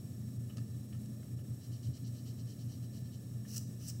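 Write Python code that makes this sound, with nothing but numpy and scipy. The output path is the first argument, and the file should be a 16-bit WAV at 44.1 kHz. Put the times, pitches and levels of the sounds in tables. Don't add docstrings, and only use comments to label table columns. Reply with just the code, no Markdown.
import sys
import numpy as np
from scipy import signal
from scipy.fft import rfft, irfft
from scipy.io import wavfile

SR = 44100
rng = np.random.default_rng(int(sys.argv[2]) if len(sys.argv) > 2 else 0)


def transcribe(signal):
    frames = np.atleast_2d(signal).T
    limited = np.clip(frames, -1, 1)
    pcm = np.round(limited * 32767).astype(np.int16)
    wavfile.write(sys.argv[1], SR, pcm)


N = 176400

# f/Hz, rms level/dB, unsteadiness/1
HUM_LINES = [(59.6, -82, 0.2), (89.8, -55.5, 0.2), (114.6, -53.5, 0.58), (120, -45, 0.09), (179, -68, 0.1),
             (210.7, -56, 0.44), (239.4, -61, 0.29), (259.2, -63, .7), (368.4, -84, 0.8)]
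# f/Hz, relative density/dB
RUMBLE_SPECTRUM = [(20, -46), (40, -44), (60, -12), (75, -17.5), (98, 0.5), (125, 0.5), (143, 0),
                   (165, -1.5), (195, -7.5), (275, -10), (340, -18), (460, -24), (640, -27), (850, -41.5),
                   (1500, -51)]
# t/s, gain/dB
SWELL = [(0, -3.5), (.28, 2), (.335, -6), (.39, 7.5), (.44, 0.5), (.48, -4), (.62, 1.5), (.8, 1),
         (.87, -8.5), (.94, 2.5), (1.18, -5), (1.29, 0.5), (1.53, 2.5), (1.6, -6), (1.73, 2), (1.83, -2.5),
         (1.905, 9.5), (1.97, -7), (2.04, 2), (2.2, -2.5), (2.42, -0.5), (2.54, -7), (2.66, 0.5), (2.9, -2),
         (2.99, 1.5), (3.1, -3), (3.29, -2.5), (3.36, 4.5), (3.46, -4.5), (3.56, -1), (3.64, -1), (4, -2)]
# f/Hz, relative density/dB
HISS_SPECTRUM = [(500, 12.5), (1000, 1), (2200, 0.5), (3300, 2), (4000, 1.5), (4600, 2.5), (5700, 4),
                 (6600, 6.5), (8300, 8.5), (10000, 4.5), (12500, 5.5), (15800, 4)]
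# t/s, gain/dB
HISS_DIPS = [(.385, -7), (.873, -4), (1.36, -6), (1.43, -5), (1.94, -6), (2.056, -6), (3.658, -11)]
# f/Hz, width/Hz, rms level/dB
WHINE_BANDS = [(1224, 114, -83), (1767, 110, -82.5), (2675, 340, -93), (3930, 170, -82), (5524, 190, -82.5),
               (7970, 71, -81.5)]
# f/Hz, rms level/dB
WHISTLE_LINES = [(1739, -89), (1770, -89), (5519, -80), (5549, -76.5), (7030, -88), (8000, -76.5),
                 (11099, -92)]
# t/s, level/dB, decay/s, tick re body/dB, tick f/Hz
KNOCKS = [(0.496, -61.5, 0.019, -7, 2940), (0.5699, -48, 0.0025, 5, 5200), (0.579, -53.5, 0.0082, -1, 4500),
          (.926, -59.5, 0.008, -0.5, 3000), (0.946, -67, 0.02, -6, 1280), (1.058, -66, 0.0017, 19, 6000),
          (1.229, -66, 0.0045, 6.5, 1710), (1.389, -65, 0.011, -8, 3040), (3.449, -65, 0.02, -3, 1620),
          (3.563, -58.5, 0.012, -5, 2900), (3.804, -72, 0.033, 3, 3080)]
# f/Hz, width/Hz, relative level/dB
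PAD_MODES = [(577, 67, 0.5), (1270, 70, 2.5), (1760, 43, 7), (2920, 180, 0.5)]
# t/s, length/s, level/dB
ERASER_STROKES = [(1.601, 0.077, -66.5), (1.711, 0.062, -62.5), (1.823, 0.058, -61), (1.929, 0.059, -61.5),
                  (2.039, 0.057, -61.5), (2.137, 0.07, -63.5), (2.252, 0.07, -62), (2.372, 0.055, -64.5),
                  (2.464, 0.078, -63.5), (2.581, 0.06, -65), (2.679, 0.088, -64), (2.82, 0.043, -64),
                  (2.924, 0.073, -64.5), (3.042, 0.04, -66.5), (3.113, 0.053, -65)]
# f/Hz, relative density/dB
RUBBER_SPECTRUM = [(1000, -30), (2300, -20.5), (2750, -13), (3050, -2.5), (3500, -18), (4100, -3),
                   (4700, -6), (5150, -6.5), (5700, 1), (6250, -11), (7500, -10), (10000, -26),
                   (15000, -67)]
# start/s, end/s, end level/dB
HAND_SLIDES = [(3.454, 3.579, -46), (3.78, 3.903, -50)]
# f/Hz, relative density/dB
SKIN_SPECTRUM = [(900, -34), (1750, -17.5), (2200, -30.5), (2900, -10.5), (3450, -27), (4050, -12),
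                 (4700, -9), (5300, -4), (5850, 1), (6300, -8), (7600, -12), (8200, -8), (8900, -17),
                 (9700, -10), (10500, -16.5), (12500, -15.5), (13700, -13), (15700, -14)]
# t/s, level/dB, half width/s
FINGER_FLICKS = [(3.5675, -40.5, 0.0057), (3.5802, -35.5, 0.0023), (3.886, -43, 0.0084),
                 (3.901, -43, 0.0033)]
# f/Hz, relative density/dB
FLICK_SPECTRUM = [(1000, -49), (1800, -20), (2200, -40), (2850, -20), (3450, -25), (4800, -12), (5300, 2),
                  (5850, -8.5), (6500, -1), (7400, -2), (8150, 3.5), (8800, -12), (9550, -4), (10500, -19),
                  (12900, -17), (13700, -7), (14700, -19), (15500, -5)]


def undb(db):
    return 10 ** (np.asarray(db) / 20)


def unit(x):
    return x / np.sqrt(np.mean(x ** 2))


def noise():
    return rng.standard_normal(N)


def colour(x, spectrum):
    hz, db = np.array(spectrum).T
    bins_hz = np.maximum(np.arange(N // 2 + 1) * SR / N, 1)
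    gain = undb(np.interp(np.log(bins_hz), np.log(hz), db))
    return unit(irfft(rfft(x) * gain, N))


def wander(rate_hz):
    bins_hz = np.arange(N // 2 + 1) * SR / N
    return unit(irfft(rfft(noise()) * np.exp(-(bins_hz / rate_hz) ** 2), N))


def motor(t, rumble_db=-48, waver_hz=3.2, swell_below_hz=156):
    out = undb(rumble_db) * colour(noise(), RUMBLE_SPECTRUM)
    for hz, db, unsteadiness in HUM_LINES:
        waver = 1 + unsteadiness * (wander(waver_hz) + 1j * wander(waver_hz))
        carrier = np.exp(2j * np.pi * (hz * t + rng.random()))
        out += undb(db) * unit(np.real(waver * carrier))
    deep = signal.sosfiltfilt(signal.butter(4, swell_below_hz, fs=SR, output="sos"), out)
    swell = undb(np.interp(t, *np.array(SWELL).T))
    return out + deep * (swell - 1)


def microphone(t, hiss_db=-64, flicker_db=0.7, dip_half_width_s=0.011):
    dip_db = sum(db * np.exp(-((t - at_s) / dip_half_width_s) ** 2) for at_s, db in HISS_DIPS)
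    hiss = undb(hiss_db + flicker_db * wander(rate_hz=22)) * colour(noise(), HISS_SPECTRUM)
    for hz, width_hz, db in WHINE_BANDS:
        waver = wander(width_hz) + 1j * wander(width_hz)
        hiss += undb(db) * unit(np.real(waver * np.exp(2j * np.pi * hz * t)))
    whistles = sum(undb(db) * unit(np.sin(2 * np.pi * (hz * t + rng.random())))
                   for hz, db in WHISTLE_LINES)
    return undb(dip_db) * hiss + undb(dip_db / 2) * whistles


def resonate(x, hz, stage_width_hz):
    b, a = signal.iirpeak(hz, hz / stage_width_hz, fs=SR)
    return signal.lfilter(b, a, signal.lfilter(b, a, x))


def knocks(t, attack_s=0.0021, tick_width_ratio=0.74):
    out = 0
    for start_s, db, decay_s, tick_db, tick_hz in KNOCKS:
        contact = noise()
        body = unit(sum(undb(mode_db) * resonate(contact, hz, 2 * width_hz)
                        for hz, width_hz, mode_db in PAD_MODES))
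        tick = unit(resonate(contact, tick_hz, tick_width_ratio * tick_hz))
        age_s = np.maximum(t - start_s, 0)
        envelope = undb(db) * np.minimum(age_s / attack_s, 1) * np.exp(-age_s / decay_s)
        out += envelope * (body + undb(tick_db) * tick)
    return out


def room(x, t, t60_s=0.5, tail_db=-9.5, gap_s=0.004):
    tail = noise() * np.exp(-np.log(1000) * t / t60_s) * (t > gap_s)
    return x + undb(tail_db) * signal.fftconvolve(x, tail / np.linalg.norm(tail))[:N]


def fibres(clicks_per_s, spread_db=0):
    clicks = (rng.random(N) < clicks_per_s / SR) * np.sign(noise())
    return clicks * undb(spread_db * np.minimum(rng.exponential(size=N), 5))


def eraser(t, speed_exponent=0.53):
    envelope = 0
    for start_s, length_s, db in ERASER_STROKES:
        progress = np.clip((t - start_s) / length_s, 0, 1)
        speed = np.maximum(np.sin(np.pi * progress), 0)
        envelope += undb(db) * speed ** speed_exponent
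    flutter = undb(wander(rate_hz=60))
    return envelope * flutter * colour(fibres(clicks_per_s=4100, spread_db=0.5), RUBBER_SPECTRUM)


def hand(t, rise_db=14.5, attack_s=0.036, release_s=0.0087, clicks_per_s=7000):
    slide = 0
    for start_s, end_s, db in HAND_SLIDES:
        attack = np.clip((t - start_s) / attack_s, 0, 1)
        remaining = np.maximum(end_s - t, 0) / (end_s - start_s)
        release = np.exp(-np.maximum(t - end_s, 0) / release_s)
        slide += attack * undb(db - rise_db * remaining) * release
    flick = sum(undb(db) * np.exp(-((t - at_s) / half_width_s) ** 2)
                for at_s, db, half_width_s in FINGER_FLICKS)
    skin = colour(fibres(clicks_per_s), SKIN_SPECTRUM)
    fingertips = colour(fibres(clicks_per_s), FLICK_SPECTRUM)
    flutter = undb(wander(rate_hz=170))
    return slide * flutter * skin + flick * fingertips


def scene():
    t = np.arange(N) / SR
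    desk = eraser(t) + hand(t) + knocks(t)
    return (room(desk, t) + motor(t) + microphone(t))[None]


def record(dry):
    cutoff_hz = 15760
    return signal.sosfilt(signal.ellip(12, 0.1, 80, cutoff_hz, fs=SR, output="sos"), dry)


dry = scene()
out = record(dry)
transcribe(out)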